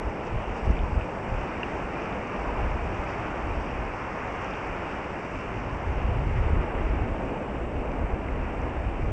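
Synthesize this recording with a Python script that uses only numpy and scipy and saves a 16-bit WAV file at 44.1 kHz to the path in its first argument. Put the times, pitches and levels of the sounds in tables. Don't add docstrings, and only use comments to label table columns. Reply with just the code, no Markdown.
import sys
import numpy as np
from scipy import signal
from scipy.fft import rfft, irfft, next_fast_len
from scipy.io import wavfile
from scipy.ndimage import uniform_filter1d

SR = 44100
rng = np.random.default_rng(int(sys.argv[2]) if len(sys.argv) > 2 else 0)


def to_linear_factor(level_db):
    exponent = np.asarray(level_db, float) / 20
    return 10 ** exponent


def generate_wav(sig):
    pcm = np.round(np.clip(np.atleast_2d(sig).T, -1, 1) * 32767).astype(np.int16)
    wavfile.write(sys.argv[1], SR, pcm)


N = 402191
TIME = np.arange(N) / SR
HZ = np.maximum(np.fft.rfftfreq(next_fast_len(N), 1 / SR), 1)

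# time in seconds, roar level in dB, foam relative to the roar in dB.
WAVES = [(0, -37, -4.5), (.6, -36, -5.5), (1.2, -36.5, -4), (1.6, -35.3, -3), (2.2, -36.5, -2),
         (2.85, -35, -3), (3.3, -37, 0), (3.65, -36, -3.5), (4.0, -37.5, 0), (4.5, -37.5, 0.5),
         (5.0, -37.5, -0.5), (5.45, -38.5, -1.5), (5.9, -37.5, -2.8), (6.35, -38, -3), (6.8, -36, -3),
         (7.7, -36.5, -7), (8.6, -39, -2), (9.12, -37.5, -5)]
# frequency in Hz, density in dB per Hz.
BREAKER_COLOUR = [(25, -6), (45, -0.5), (100, -3.5), (200, 0.5), (400, 0), (900, -1.5), (1300, -7),
                  (1900, -11.5), (3000, -11.5), (8000, -8)]
# time in seconds, boost in dB, length in ms.
SAND_SPRAYS = [
    (.27, 8, 15),
    (.575, 9, 20),
    (.66, 6.5, 24),
    (.71, 11, 9.1),
    (3.1, 7.5, 20),
    (4.43, 3.5, 22),
    (4.67, 2.5, 27),
]
# centre in seconds, rumble level in dB, half length in seconds,
# share of small fast eddies in dB.
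GUSTS = [(0.066, -30.5, .05, -13.5), (.37, -21.5, .045, -11.5), (.72, -24, 0.074, -6.5),
         (0.867, -32, 0.08, -10), (0.989, -30, 0.046, -2), (1.346, -25, .07, -12.5),
         (.505, -28.5, .03, -15.5), (1.79, -40.5, 0.14, -3), (2.128, -38, .06, -7),
         (2.392, -36.5, .05, -9.5), (2.664, -29, 0.18, -11), (2.93, -32.5, 0.094, -8.5),
         (3.17, -36.5, 0.094, -5), (3.52, -27.5, 0.09, -9), (3.79, -34, .13, -13.5),
         (4.752, -44.5, .15, -5), (5.365, -34.5, 0.029, -5.5), (5.628, -40, 0.15, 4), (5.92, -33.5, 0.2, 1),
         (6.15, -24.5, .12, -3.5), (6.429, -22, 0.17, -3), (6.962, -26.5, 0.21, -9.5),
         (7.27, -34.5, 0.14, -8), (7.6, -32.5, 0.076, -3.5), (7.781, -30.5, .05, -8.5),
         (8.03, -28.5, 0.15, -9.5), (8.38, -32.5, 0.19, -6.5), (8.638, -30, .08, -2.5),
         (8.839, -27, 0.15, -12), (9.066, -28, .1, -4)]
# frequency in Hz, density in dB per Hz.
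EDDY_COLOUR = [(8, -19.5), (15, -16.5), (30, -1), (50, 1), (80, -4), (110, -6), (170, -18), (300, -35.5)]
# time in seconds, peak level in dB, pitch in Hz.
THUMPS = [(0.377, -23.5, 56), (.676, -16, 67), (0.704, -12, 60.3), (0.743, -22, 42), (0.836, -18, 48.7),
          (.93, -19.5, 56), (0.977, -15, 63), (2.662, -28, 55), (2.999, -24.5, 52), (3.579, -22.5, 52),
          (5.873, -22.5, 57), (6.053, -17.5, 56), (6.09, -20, 78), (6.157, -21, 77.5), (6.27, -18.5, 65),
          (6.349, -22, 69.6), (6.415, -17, 50.7), (6.465, -17.5, 55), (6.505, -19, 65), (6.533, -13.5, 62),
          (6.569, -17.5, 73), (6.593, -16.5, 43), (6.907, -18.5, 49), (6.966, -22.5, 53.7),
          (7.016, -18, 54.5), (7.106, -23, 55), (8.046, -19.5, 55), (8.138, -17.5, 50), (8.464, -25.5, 54),
          (9.05, -24.5, 77.6)]
# time in seconds, peak level in dB, pitch in Hz.
SAND_TICKS = [(.0967, -49, 6100), (.0967, -49, 5050), (.2693, -49, 6100), (.2693, -47, 5050),
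              (.6479, -51, 6100), (.6619, -52, 5050), (0.791, -38, 3530), (1.6601, -53, 6060),
              (2.0198, -45, 6100), (2.1261, -42, 3600), (2.2727, -46, 6100), (2.9462, -53, 6100),
              (3.0957, -49, 5050), (3.273, -47, 5050), (3.6642, -49, 3600), (3.7125, -51, 5050),
              (4.0382, -48, 3600), (4.4059, -54, 6100), (4.4223, -55, 7450), (4.4448, -55, 7450),
              (4.4453, -43, 6100), (4.5086, -41, 5050), (4.5381, -39, 3600), (4.6723, -54, 7450),
              (5.1392, -50, 5050), (7.9164, -53, 3600), (7.9179, -50, 6100), (7.9179, -51, 5050),
              (8.6178, -48, 6130), (8.7076, -51, 3600)]
# time in seconds, peak level in dB, pitch in Hz, ring t60 in ms.
CASING_CREAKS = [(.7692, -28, 2470, 12), (1.0113, -27, 2700, 12), (1.6317, -21, 2780, 9),
                 (1.63278, -19.5, 2780, 9), (1.6353, -27, 2700, 10), (1.632, -30, 1750, 9),
                 (1.632, -29, 2430, 12), (4.0073, -31, 2300, 10), (5.0448, -30, 2500, 10),
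                 (5.6194, -30, 2380, 10), (8.2856, -27, 2150, 14)]
# frequency in Hz, gain in dB.
PORT = [(100, 1.5), (2400, -1), (2800, -5.5), (3350, -21), (3700, -25), (4000, -34.5), (4400, -29.5),
        (5600, -25), (6200, -30.5), (6700, -34.5), (8400, -35.5)]
# frequency in Hz, level in dB.
WHINE = [(11025, -91.5), (12403, -104)]


def read(table, hz):
    table_hz, db = np.transpose(table)
    return np.interp(np.log(hz), np.log(table_hz), db)


def shape(x, gain):
    size = next_fast_len(N)
    return irfft(rfft(x, size) * gain, size)[:N]


def unit(x, lo_hz, hi_hz):
    return x / np.std(shape(x, (HZ > lo_hz) & (HZ < hi_hz)))


def walk(rate):
    hold = int(SR / rate)
    steps = np.repeat(rng.standard_normal(N // hold + 1), hold)
    return 1.3 * uniform_filter1d(uniform_filter1d(steps, hold), hold)[:N]


def surf():
    s, roar, foam = np.transpose(WAVES)
    roar_db, foam_db = np.interp(TIME, s, roar), np.interp(TIME, s, foam)
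    rush_db = foam_db - foam_db.mean()

    turn_s, turn_span_s = 6.1, 0.44
    turn = .5 * np.tanh((TIME - turn_s) / turn_span_s)
    turn = turn - turn.mean()
    boom_db = 4.5 * turn - 0.23 * (roar_db - roar_db.mean())
    fizz_db = -6.5 * turn + .9 * rush_db
    for s, db, ms in SAND_SPRAYS:
        fizz_db = fizz_db + db * np.exp(-((TIME - s) * 1000 / ms) ** 2)

    bursts_per_s = 500
    bursts = (rng.random(N) < bursts_per_s / SR) * rng.standard_normal(N)
    bursts = bursts / np.std(bursts)
    out, shared, air = 0, walk(2.3), to_linear_factor(read(BREAKER_COLOUR, HZ))
    for k, hz in enumerate(25 * 2 ** (np.arange(27) / 3)):
        near = np.clip(np.log2(hz / 1600) / 0.73, 0, 1)
        bubbles = rng.standard_normal(N) + .5 * near * np.roll(bursts, k // 2 * N // 27)
        window = np.cos(np.pi / 2 * np.clip(3 * np.log2(HZ / hz), -1, 1))
        band = shape(bubbles, window * air)
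        shared = .8 * shared + .6 * walk(6)
        tilt_db = boom_db * np.interp(hz, [172, 250, 420, 810], [0.2, 1, 0.5, 0])
        tilt_db = tilt_db + rush_db * np.interp(hz, [746, 1230, 2600, 3300, 4200], [0.023, 1, 0.86, 0.47, 0.16])
        tilt_db = tilt_db + fizz_db * np.interp(hz, [3300, 4200, 6000, 7500], [0.081, 0.46, 0.84, 0.11])
        swell_db = .5 * shared + (0.26 + 0.78 * near) * walk(14)
        out = out + band * to_linear_factor(tilt_db + swell_db)
    return unit(out, 463, 996) * to_linear_factor(roar_db)


def gusts():
    calm_db, calm_eddies_db = -47.5, 1
    power = to_linear_factor(2 * calm_db)
    share = power * calm_eddies_db
    for s, db, half_s, eddies_db in GUSTS:
        gust = to_linear_factor(2 * db) * np.exp(-2 * ((TIME - s) / half_s) ** 2)
        power = power + gust
        share = share + gust * eddies_db
    return 10 * np.log10(power), share / power


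def add_thumps(rumble):
    half_turns, start_turns, scatter_turns = .48, -.1, .3
    turns = start_turns + scatter_turns * (rng.random(len(THUMPS)) - .5)
    for (s, db, hz), turn in zip(THUMPS, turns):
        span = slice(int((s - .06) * SR), int((s + .06) * SR))
        t = TIME[span] - s
        swell = np.exp(-(t * hz / half_turns) ** 2)
        swing = to_linear_factor(db) * swell * np.cos(2 * np.pi * (hz * t + turn))
        rumble[span] = rumble[span] * (1 - .8 * swell) + swing
        front = np.exp(-(t / 0.0032) ** 2) * np.sin(2 * np.pi * (2.73 * hz * t + turn))
        rumble[span] += to_linear_factor(2 * db + 6.5) * front
    return rumble


def wind():
    rumble_db, bright_db = gusts()
    flutter = rng.standard_normal(N) * to_linear_factor(1.1 * walk(33))
    eddies = unit(shape(flutter, to_linear_factor(read(EDDY_COLOUR, HZ))), 26, 110)
    small = shape(eddies, 1 / (1 + (75 / HZ) ** 4))
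    cap_db = -30
    rumble_db = rumble_db - .6 * np.maximum(rumble_db - cap_db, 0)
    small_gain = to_linear_factor(0.79 * (bright_db - bright_db.mean())) - 1
    return add_thumps((eddies + small * small_gain) * to_linear_factor(rumble_db - 0.06))


def taps(table):
    out, t = np.zeros(N), TIME[:1000]
    for s, db, hz, t60_ms in table:
        decay = np.exp(-np.log(1000) * t * 1000 / t60_ms)
        ring = np.sin(2 * np.pi * hz * t) * decay * np.minimum(t / .0003, 1)
        start = int(s * SR)
        out[start:start + len(t)] += to_linear_factor(db - read(PORT, hz)) * ring
    return out


def sand_ticks():
    t60_ms, lift_db = 6, 2.5
    return to_linear_factor(lift_db) * taps([(*tick, t60_ms) for tick in SAND_TICKS])


def casing_creaks():
    return taps(CASING_CREAKS)


def scene():
    return (surf() + wind() + sand_ticks() + casing_creaks())[None]


def electronics(x):
    skirt = (HZ > 10300) * np.clip((13000 - HZ) / 2000, 0, 1)
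    x = x + to_linear_factor(-89.5 + walk(90)) * shape(rng.standard_normal(N), skirt)
    x = x - 0.065 * np.exp(-TIME / 0.00023)
    for hz, db in WHINE:
        wobble = 1 + 0.14 * walk(80)
        x = x + np.sqrt(2) * to_linear_factor(db) * wobble * np.sin(2 * np.pi * hz * TIME + 1)
    return x


def band_limit(x):
    return signal.sosfilt(signal.butter(12, 12985, fs=SR, output="sos"), x)


def record(dry):
    hiss_db, top_hz = -67, 8480
    hiss = to_linear_factor(hiss_db) * rng.standard_normal(N)
    capsule = .4 * np.tanh(dry[0] / .4)
    port = shape(capsule, to_linear_factor(read(PORT, HZ)))
    x = electronics(shape(port + hiss, HZ < top_hz))
    return band_limit(x[None] - .0006)


dry = scene()
out = record(dry)
generate_wav(out)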